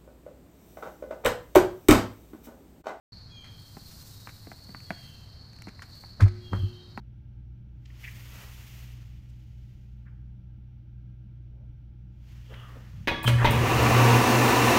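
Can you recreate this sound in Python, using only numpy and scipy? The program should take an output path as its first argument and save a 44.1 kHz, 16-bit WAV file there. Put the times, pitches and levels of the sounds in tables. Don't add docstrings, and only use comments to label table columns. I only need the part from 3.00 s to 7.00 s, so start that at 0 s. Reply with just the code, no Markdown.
import sys
import numpy as np
from scipy import signal
from scipy.fft import rfft, irfft, next_fast_len
from scipy.io import wavfile
from scipy.ndimage import map_coordinates

SR = 44100
rng = np.random.default_rng(int(sys.argv[2]) if len(sys.argv) > 2 else 0)


def inscribe(sig):
    pcm = np.round(np.clip(np.atleast_2d(sig).T, -1, 1) * 32767)
    wavfile.write(sys.argv[1], SR, pcm.astype(np.int16))


N = 176400


def tire():
    # start_s, boom_db, rise_s, hold_s, ring_db, upper_boost_db
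    landings = [(3.2126, -6.5, 0.02, 0.017, -40.5, 2), (3.515, -23, 0.024, 0.035, -48, 14),
                (3.582, -22, 0.013, 0.032, -65, -15), (3.625, -21, 0.0077, 0.017, -55.5, 9.5)]
    # pitch_hz, level_db, fade_s
    body_tones = [(51, -17.5, 0.23), (98.8, -1, 0.15), (182, -22.5, 0.083), (277.7, -27, 0.06)]
    # pitch_hz, level_db, fade_s
    ring_tones = [(106.2, 8.5, 1.07), (225.6, -5.5, 1.16), (358.9, 1, 1.28)]
    out = np.zeros(N)
    for start_s, boom_db, rise_s, hold_s, _, upper_boost_db in landings:
        t = since(start_s)
        for pitch_hz, level_db, fade_s in body_tones:
            if pitch_hz > 150:
                loudness = amp(upper_boost_db) * pulse(t, rise_s, fade_s)
            else:
                loudness = pulse(t, rise_s, fade_s, hold_s)
            out += amp(boom_db + level_db) * loudness * np.sin(2 * np.pi * pitch_hz * t)
    ring_time = since(landings[0][0])
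    for pitch_hz, level_db, fade_s in ring_tones:
        loudness = sum(amp(ring_db + level_db) * pulse(since(start_s), rise_s=0.0039, fade_s=fade_s)
                       for start_s, _, _, _, ring_db, _ in landings)
        out += loudness * np.sin(2 * np.pi * pitch_hz * ring_time)
    return out


def tire_slaps():
    # start_s, level_db, rise_s, fade_s
    slaps = [(3.193, -29.5, .017, 0.11), (3.25, -38.5, .016, 0.063), (3.513, -36, 0.03, 0.2),
             (3.531, -24, 0.0037, 0.0068)]
    # pitch_hz, level_db
    slap_color = [(185, 9), (450, -4.5), (640, 1.5), (820, -6), (1090, 0), (1700, -6), (2450, -19),
                  (3000, -26), (12000, -47)]
    # start_s, pitch_hz, level_db
    knocks = [(3.2044, 1562, -27), (3.5308, 1117, -30.5)]
    out = noise(slap_color) * bursts(slaps)
    for start_s, pitch_hz, level_db in knocks:
        t = since(start_s)
        out += amp(level_db) * pulse(t, rise_s=0.0024, fade_s=0.028) * np.sin(2 * np.pi * pitch_hz * t)
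    return out


def footsteps():
    # start_s, heel_db, sole_db, edge_db, sole_pitch_hz
    steps = [(0.7691, -38, -36.5, -41.5, 830), (1.273, -45.5, -36, -30, 1050),
             (1.471, -32, -42.5, -42, 700), (1.517, -44.5, -36, -33, 750), (1.692, -40, -46, -45, 705),
             (1.7475, -45, -42, -29.5, 1010), (1.9058, -26, -24.5, -18, 680), (2.672, -33, -36, -42, 880),
             (2.683, -39, -49, -43, 795), (2.7936, -68, -47, -39.5, 1120), (3.038, -45.5, -39, -43, 856),
             (3.976, -34.5, -26.5, -28.5, 910)]
    # pitch_hz, level_db
    heel_color = [(60, -24), (180, 8), (400, -2), (1200, -60)]
    # pitch_hz, level_db
    sole_color = [(150, -24), (700, -9), (1000, 2), (1300, -7), (1750, -10), (3600, -43.5)]
    # pitch_hz, level_db
    edge_color = [(400, -18.5), (1200, -5), (2000, -1), (2500, -9), (3100, -24.5), (15000, -51.5)]
    out = np.zeros(N)
    for start_s, heel_db, sole_db, edge_db, sole_pitch_hz in steps:
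        tuned_sole = [(hz * sole_pitch_hz / 1000, db) for hz, db in sole_color]
        out += amp(heel_db) * tap(start_s, heel_color, fade_s=0.093)
        out += amp(sole_db) * tap(start_s, tuned_sole, fade_s=0.06)
        out += amp(edge_db) * tap(start_s, edge_color, fade_s=0.029)
    return out


def tap(start_s, color, fade_s):
    ring = response(color)
    t = np.arange(SR // 8) / SR
    chatter_gain = 0.13 / np.sqrt(np.linalg.norm(ring))
    force = chatter_gain * amp(-60 * t / fade_s) * rng.standard_normal(len(t))
    force[0] += 1
    return np.pad(signal.fftconvolve(force, ring), (round(start_s * SR), N))[:N]


def grit():
    # start_s, level_db, rise_s, fade_s
    scrapes = [(0.439, -53, 0.005, 0.24), (0.906, -58.5, 0.011, 0.08), (1.285, -48, 0.0085, 0.06),
               (2.679, -47.5, 0.0069, 0.063), (2.818, -40.5, 0.0055, 0.066), (3.204, -33.5, 0.0047, 0.13),
               (3.277, -47.5, 0.0069, 0.023)]
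    # pitch_hz, level_db
    scrape_color = [(300, -9), (1200, 5.5), (2200, 7), (3000, -5.5), (4800, -3.5), (15000, -24.5)]
    # start_s, level_db
    cracks = [(1.803, -47), (2.531, -48.5), (2.562, -48.5), (2.587, -47), (2.62, -37), (2.669, -47)]
    # pitch_hz, level_db
    crack_color = [(1000, 1.5), (2450, 16), (3300, -10), (6000, 2.5), (15000, -13)]
    spiky_noise = unit(noise(scrape_color) * amp(3.5 * wobble(900)))
    cracking = sum(amp(level_db) * pulse(since(start_s), rise_s=0.0016, fade_s=0.0076)
                   for start_s, level_db in cracks)
    return spiky_noise * bursts(scrapes) + noise(crack_color) * cracking


def birds():
    # start_s, length_s, pitch_hz, level_db, overtone_db, lower_voice_ratio, lower_voice_db
    whistles = [(0.263, 0.22, 3406, -50, -17, .745, -13.5), (1.815, 0.36, 3395, -56.5, -13.5, .865, -10.5),
                (3.365, .35, 3356, -54, -23.5, .865, -14)]
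    # start_s, length_s, pitch_hz, level_db
    thin_notes = [(1.098, 0.24, 3790, -61.5), (3.715, 0.29, 3770, -63.5)]
    song = np.zeros(N)
    for start_s, length_s, pitch_hz, level_db, overtone_db, lower_ratio, lower_db in whistles:
        loudness, phase = bird_note(start_s, length_s, pitch_hz,
                                    glide_hz=-330, rise_s=0.12, waver_hz=70, flick_hz=1100)
        upper_voice = np.sin(phase) + amp(overtone_db) * np.sin(2 * phase)
        lower_voice = amp(lower_db) * np.sin(lower_ratio * phase)
        song += amp(level_db) * loudness * np.sqrt(2) * (upper_voice + lower_voice)
    for start_s, length_s, pitch_hz, level_db in thin_notes:
        loudness, phase = bird_note(start_s, length_s, pitch_hz,
                                    glide_hz=78.6, rise_s=0.027, waver_hz=110)
        song += amp(level_db) * loudness * np.sqrt(2) * np.sin(phase)
    echo = np.pad(tree_echo(song), (round(0.045 * SR), 0))[:N]
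    return amp(-3) * song + amp(-5) * echo


def bird_note(start_s, length_s, pitch_hz, glide_hz, rise_s, waver_hz, flick_hz=0):
    t = since(start_s)
    progress = np.minimum(t / length_s, 1)
    flick = flick_hz * np.exp(-t / 0.012)
    waver = waver_hz * progress * wobble(450)
    pitch = pitch_hz - flick + glide_hz * progress + waver
    fade_out = np.clip((length_s - t) / 0.056, 0, 1)
    flutter = amp(2.5 * wobble(40))
    return fade_in(t, rise_s) * fade_out * flutter, 2 * np.pi * np.cumsum(pitch) / SR


def insects():
    # pitch_hz, level_db
    chorus_color = [(3000, -40), (3600, -16), (4280, 4), (4750, -5.5), (5400, -13.5), (10000, -40)]
    # start_s, length_s, level_db
    swells = [(0, .3, -53.5), (1.463, 0.75, -53), (2.26, 0.48, -60), (2.83, 0.38, -53.5)]
    # pitch_hz, level_db
    swell_color = [(4050, -29.5), (4280, -2), (4480, 0), (4650, -9.5), (5200, -42)]
    # time_s, level_db
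    hiss_levels = [(.3, -76.5), (.56, -62), (1.0, -51.5), (1.65, -61.5), (2.06, -59.5), (2.4, -73),
                   (2.75, -71.5), (3.0, -60.5), (3.3, -79), (3.57, -63.5), (3.85, -74.5)]
    # pitch_hz, level_db
    hiss_color = [(2500, -12.5), (5000, -0.5), (6500, -4.5), (8500, -5), (10000, -11), (11800, -6.5),
                  (15000, -5)]
    chorus = noise(chorus_color) * amp(-58.5 + 1.52 * wobble(60) + 0.62 * wobble(5.36))
    swelling = sum(amp(level_db) * np.sin(np.pi * np.minimum(since(start_s) / length_s, 1))
                   for start_s, length_s, level_db in swells)
    shrill = noise(swell_color) * swelling
    hiss_db = np.interp(since(0), *np.transpose(hiss_levels))
    hiss = noise(hiss_color) * amp(hiss_db + 1.23 * wobble(90))
    return chorus + shrill + hiss


def tree_echo(sound):
    # pitch_hz, fade_s
    fade_times = [(1000, 0.44), (3200, 1.02), (10000, 0.58)]
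    hz, t, spectrum = signal.stft(rng.standard_normal(SR), SR, nperseg=256)
    fading = amp(-60 * t / along(fade_times, hz)[:, None])
    tail = signal.istft(spectrum * fading, SR, nperseg=256)[1]
    return signal.fftconvolve(sound, tail / np.linalg.norm(tail))[:N]


def rumble():
    # pitch_hz, level_db
    rumble_color = [(25, -11), (108, 0), (186, -11.5), (400, -25.5), (1600, -31), (2700, -39.5),
                    (15000, -61)]
    return noise(rumble_color) * amp(-49)


def amp(db):
    return 10 ** (np.asarray(db) / 20)


def unit(sound):
    return sound / np.sqrt(np.mean(sound ** 2) + 1e-20)


def along(points, hz):
    pitches, values = np.transpose(points)
    return np.interp(np.log(hz + 1), np.log(pitches + 1), values)


def since(start_s):
    return np.maximum(np.arange(N) / SR - start_s, 0)


def wobble(rate):
    return map_coordinates(rng.standard_normal(int(N * rate / SR) + 4), [np.arange(N) * rate / SR])


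def noise(color):
    gains = amp(along(color, np.fft.rfftfreq(N, 1 / SR)))
    return unit(irfft(rfft(rng.standard_normal(N)) * gains, N))


def response(color, size=4096):
    log_gains = np.log(amp(along(color, np.fft.rfftfreq(size, 1 / SR))))
    folded = irfft(log_gains)
    folded[1:size // 2] *= 2
    folded[size // 2 + 1:] = 0
    ring = irfft(np.exp(rfft(folded)))
    return ring / np.abs(ring).max()


def fade_in(t, rise_s):
    return np.sin(np.pi / 2 * np.minimum(t / rise_s, 1)) ** 2


def pulse(t, rise_s, fade_s, hold_s=0):
    return fade_in(t, rise_s) * amp(-60 * np.maximum(t - rise_s - hold_s, 0) / fade_s)


def bursts(rows):
    return sum(amp(level_db) * pulse(since(start_s), rise_s, fade_s)
               for start_s, level_db, rise_s, fade_s in rows)


def scene():
    near = tire() + tire_slaps() + footsteps() + grit()
    bass_cut = signal.butter(2, 300, "high", fs=SR, output="sos")
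    echo = amp(-13.5) * tree_echo(signal.sosfilt(bass_cut, near))
    background = rumble() + birds() + insects()
    return (near + echo + background)[None]


def record(dry):
    opened = dry * np.minimum(since(0.12) / 0.003, 1)
    size = next_fast_len(N + SR // 2)
    kept = np.fft.rfftfreq(size, 1 / SR) < 15500
    return irfft(rfft(opened, size) * kept, size)[..., :N]


dry = scene()
out = record(dry)
inscribe(out)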